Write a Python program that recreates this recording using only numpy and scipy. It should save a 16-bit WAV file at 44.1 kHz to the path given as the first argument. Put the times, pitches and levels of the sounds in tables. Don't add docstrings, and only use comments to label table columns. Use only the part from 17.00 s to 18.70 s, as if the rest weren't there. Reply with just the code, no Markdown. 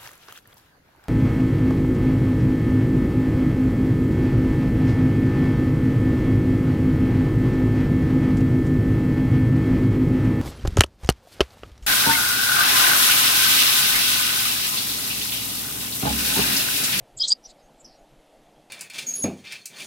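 import sys
import numpy as np
from scipy import signal
from scipy.fft import rfft, irfft
from scipy.io import wavfile
from scipy.ndimage import uniform_filter1d

SR = 44100
rng = np.random.default_rng(int(sys.argv[2]) if len(sys.argv) > 2 else 0)


def log_audio(samples):
    frames = np.atleast_2d(samples).T
    limited = np.clip(frames, -1, 1)
    pcm = np.round(limited * 32767).astype(np.int16)
    wavfile.write(sys.argv[1], SR, pcm)


def nominal_scale(level):
    x = np.asarray(level, float) / 20
    return 10 ** x


N = 74970

# (frequency [Hz], density [dB per Hz])
TRAFFIC = [(90, -24), (140, -8.5), (280, -7), (420, -9), (650, -3.5), (880, -11.5), (1100, -22.5),
           (1400, -25)]
# (frequency [Hz], density [dB per Hz])
LEAVES = [(300, -11), (1300, -2), (3300, -3.5), (5000, -9), (8500, -12), (12000, -14), (14000, -24.5),
          (15700, -37.5)]
# (time [s], level [dB])
GUSTS = [(0.028, -54.5), (0.137, -56), (0.179, -52.5), (0.238, -49.5), (0.319, -58), (0.41, -59),
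         (0.489, -50.5), (0.65, -53.5), (0.759, -58), (0.849, -56), (0.919, -61), (1.029, -53.5),
         (1.124, -54), (1.188, -52.5), (1.389, -61.5), (1.559, -60)]
# (time [s], pitch [Hz], level [dB])
THUDS = [
    (.025, 122, -54),
    (.172, 129, -53.5),
    (1.135, 142.2, -55.5),
    (0.174, 75, -58.5),
    (.72, 150, -67),
    (1.59, 140.4, -61),
]
# (middle [s], length [s], centre [Hz], band
# [Hz], level [dB])
FAR_CALLS = [(.46, .036, 5500, 1200, -49), (.503, .03, 4400, 1300, -52), (.503, .03, 7200, 1700, -55),
             (.318, .02, 920, 320, -49), (.462, .03, 4300, 1800, -60), (.44, .02, 5800, 500, -60),
             (.482, .025, 7000, 900, -63), (.48, .03, 4700, 1500, -64), (.605, .035, 4500, 1600, -67),
             (.642, .04, 6400, 250, -68), (.668, .03, 6650, 300, -70), (.22, .025, 1050, 500, -58),
             (.815, .08, 7500, 700, -69), (.955, .03, 5650, 250, -66), (.995, .04, 6700, 350, -71),
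             (.69, .018, 820, 350, -57), (1.31, .05, 3400, 700, -73), (1.47, .07, 3300, 600, -71),
             (1.58, .08, 3280, 150, -73), (.455, .04, 11200, 1200, -72), (.348, .036, 4800, 450, -52),
             (.86, .04, 11000, 1200, -73), (.96, .03, 720, 200, -60)]
# (time [s], pitch [Hz], level [dB])
CHURR = [
    (.86, 5400, -53),
    (.885, 5250, -57),
    (.91, 4950, -61),
    (.945, 4700, -63),
    (.98, 4500, -72),
]
# (middle [s], length [s], centre [Hz], band [Hz],
# level [dB])
SPILL = [
    (.29, .018, 10700, 3000, -62),
    (.315, .03, 13800, 1600, -71),
    (.18, .025, 11600, 900, -70),
    (.325, .03, 10200, 2000, -70),
    (.23, .06, 10200, 2000, -76),
    (.27, .13, 1900, 2100, -62),
    (.19, .04, 13400, 900, -76),
    (.235, .03, 13200, 800, -76),
]
# (middle [s], length [s], centre [Hz], band [Hz], level [dB])
BUZZES = [
    (.21, 0.043, 3700, 1400, -43.5),
    (.257, .034, 3750, 2500, -31.5),
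    (.255, 0.06, 6800, 2604, -44),
    (.232, 0.043, 5200, 2500, -40),
    (.285, 0.02, 5300, 2900, -27.5),
    (.315, .036, 4300, 3100, -35),
    (.181, .02, 4900, 800, -57),
    (.212, .036, 4950, 980, -32.5),
    (.238, 0.026, 3800, 1300, -27.5),
]
# (middle [s], length [s], centre [Hz], band [Hz], level [dB])
BURSTS = [
    (.1805, .022, 7350, 1400, -38),
    (.204, .026, 7500, 1300, -51),
    (.2905, .02, 7700, 2300, -24),
    (.318, .03, 7300, 2400, -34),
    (.808, .026, 7500, 1200, -55),
    (.855, .02, 5500, 1100, -46),
]
# (middle [s], length [s], pitch [Hz], sweep [Hz/s], level [dB])
PEEPS = [
    (.322, .009, 3900, 150000, -30),
    (.2075, .011, 4960, -8000, -22),
    (.2152, .005, 4830, 0, -19),
    (.2228, .009, 5040, 15000, -18),
    (.305, .004, 4750, 0, -21),
    (.201, .005, 4900, 0, -29),
]
# (middle [s], length [s], pitch [Hz], gap between voices [Hz], level [dB])
WHISTLES = [
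    (.3232, .013, 4830, 165, -12),
    (.3118, .015, 4770, 170, -21),
    (.244, .024, 4020, 300, -23),
    (.226, .03, 3250, 40, -29),
    (.331, .012, 4800, 150, -24),
    (.4575, .016, 5750, 230, -42),
]

TRAFFIC_DB, LEAVES_DB = -57.5, -65.5
TRAFFIC_PATCHY_DB, LEAVES_PATCHY_DB = 1.6, 0.9
WIND_HZ, WIND_DB, WIND_LUMP_DB = 44.9, -66.5, 0
GUST_S, GUST_HZ = 0.032, 26
DRONE_HZ, DRONE_BAND_HZ, DRONE_DB = 298, 22, -69
THUD_S = 0.034
CHURR_BAND_HZ = 1100
STEEP_EDGE, SOFT_EDGE = 7.3, 3
FAR_CORNER, ROUND_CORNER, PEEP_CORNER, ABRUPT_CORNER = 2.3, 3, 4.5, 5
GLIDE_PER_S, SWELL_DB_PER_S = 1.2, 150
BREATH_DB, BREATH_WIDTH = -10, 1.5
SONG_LOW_HZ, SONG_HIGH_HZ, SKIRT_HZ, LEAK_DB = 3000, 8680, 90, -28
ECHO_DB, ECHO_T60_S, SIDE_DB = -34, 0.072, -34


def evened(x):
    return x / np.sqrt(np.mean(abs(x) ** 2) + 1e-20)


def flutter(band_hz, edge, size=N):
    f = np.fft.fftfreq(size, 1 / SR)
    z = rng.standard_normal((size, 2)) @ [1, 1j]
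    rolloff = np.sqrt(1 + abs(2 * f / band_hz) ** (2 * edge))
    return evened(np.fft.ifft(z / rolloff))


def note(middle, length, hz, wobble, corner):
    start = round(middle * SR) - 4096
    out = np.zeros(N + 8192)
    t = (np.arange(8192) + start) / SR - middle
    envelope = np.exp(-abs(2 * t / length) ** corner)
    z = wobble(t) * envelope
    z = z / np.sqrt(np.sum(abs(z) ** 2) / np.sum(envelope ** 2))
    sound = np.sqrt(2) * (z * np.exp(2j * np.pi * hz * t)).real
    out[max(start, 0):start + 8192] = sound[max(-start, 0):]
    return out[:N]


def wash(spectrum, level_db, patchy_db):
    frames, hz = N // 256 + 5, np.fft.rfftfreq(1024, 1 / SR)
    a, b, patches = rng.standard_normal((frames, 513, 3)).T
    patches = uniform_filter1d(patches, size=10, axis=0)
    patches = evened(uniform_filter1d(patches, size=10, axis=1))
    f, db = np.transpose(spectrum)
    colour_db = np.interp(np.log(hz + 1), np.log(f + 1), db, -80, -80)
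    z = (a + 1j * b) * nominal_scale(colour_db[:, None] + patchy_db * patches)
    noise = signal.istft(z, nperseg=1024, noverlap=768)[1][:N]
    return nominal_scale(level_db) * evened(noise)


def drone():
    t = np.arange(N) / SR
    carrier = np.exp(2j * np.pi * DRONE_HZ * t)
    return nominal_scale(DRONE_DB) * (carrier * flutter(DRONE_BAND_HZ, SOFT_EDGE)).real


def wind():
    lumps_db = WIND_LUMP_DB * flutter(16.0, STEEP_EDGE).real
    rumble = nominal_scale(WIND_DB + lumps_db) * flutter(2 * WIND_HZ, STEEP_EDGE).real
    puffs = sum(nominal_scale(db - 1.5) * note(s, GUST_S, GUST_HZ, lambda t: 1j + 0 * t, 2) for s, db in GUSTS)
    return rumble + puffs


def thuds():
    return sum(nominal_scale(db) * note(s, THUD_S, hz, lambda t: 1 + 0 * t, 2) for s, hz, db in THUDS)


def buzz(corner, edge, middle, length, hz, band_hz, db):
    rough = flutter(band_hz, edge, size=8192)
    return nominal_scale(db) * note(middle, length, hz, lambda t: rough, corner)


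def churr():
    t = np.arange(N) / SR
    s, hz, db = np.transpose(CHURR)
    carrier = np.exp(2j * np.pi * np.cumsum(np.interp(t, s, hz)) / SR)
    fade = uniform_filter1d(nominal_scale(np.interp(t, s, db, -200, -200)), size=300)
    return np.sqrt(2) * fade * (carrier * flutter(CHURR_BAND_HZ, SOFT_EDGE)).real


def far_birds():
    return sum(buzz(FAR_CORNER, SOFT_EDGE, *r) for r in FAR_CALLS) + churr()


def echoes(x):
    t = np.arange(8192) / SR
    tail = rng.standard_normal(8192) * nominal_scale(-60 * t / ECHO_T60_S)
    return signal.fftconvolve(x, tail / np.linalg.norm(tail))[:N]


def peep(middle, length, hz, sweep, db):
    return nominal_scale(db) * note(middle, length, hz, lambda t: np.exp(1j * np.pi * sweep * t ** 2), PEEP_CORNER)


def whistle(middle, length, hz, gap_hz, db):
    breath = nominal_scale(BREATH_DB) * flutter(BREATH_WIDTH * gap_hz + 150, SOFT_EDGE, size=8192)

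    def voices(t):
        beat = np.sqrt(2) * np.sin(np.pi * gap_hz * t) + breath
        glide = np.exp(1j * np.pi * GLIDE_PER_S * hz * t ** 2)
        return beat * nominal_scale(SWELL_DB_PER_S * t) * glide
    return nominal_scale(db) * note(middle, length, hz, voices, ROUND_CORNER)


def song_band(x):
    f = np.fft.rfftfreq(N, 1 / SR)
    inside = (np.tanh((f - SONG_LOW_HZ) / SKIRT_HZ) - np.tanh((f - SONG_HIGH_HZ) / SKIRT_HZ)) / 2
    return irfft(rfft(x) * nominal_scale(LEAK_DB * (1 - inside)), N)


def near_bird():
    tones = sum(whistle(*r) for r in WHISTLES) + sum(peep(*r) for r in PEEPS)
    buzzes = sum(buzz(ROUND_CORNER, STEEP_EDGE, *r) for r in BUZZES)
    bursts = sum(buzz(ABRUPT_CORNER, STEEP_EDGE, *r) for r in BURSTS)
    spill = sum(buzz(ABRUPT_CORNER, STEEP_EDGE, *r) for r in SPILL)
    return song_band(tones + buzzes + bursts) + spill


def scene():
    background = wash(TRAFFIC, TRAFFIC_DB, TRAFFIC_PATCHY_DB) + wash(LEAVES, LEAVES_DB, LEAVES_PATCHY_DB)
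    background += drone() + wind() + thuds()
    birds = far_birds() + near_bird()
    wet = echoes(birds)
    middle = background + birds + nominal_scale(ECHO_DB) * wet
    side = nominal_scale(SIDE_DB) * wet
    return middle + side * np.array([[1], [-1]])


def top_cut(x):
    return signal.sosfilt(signal.butter(12, 15700, fs=SR, output="sos"), x)


def record(dry):
    return top_cut(dry)


dry = scene()
out = record(dry)
log_audio(out)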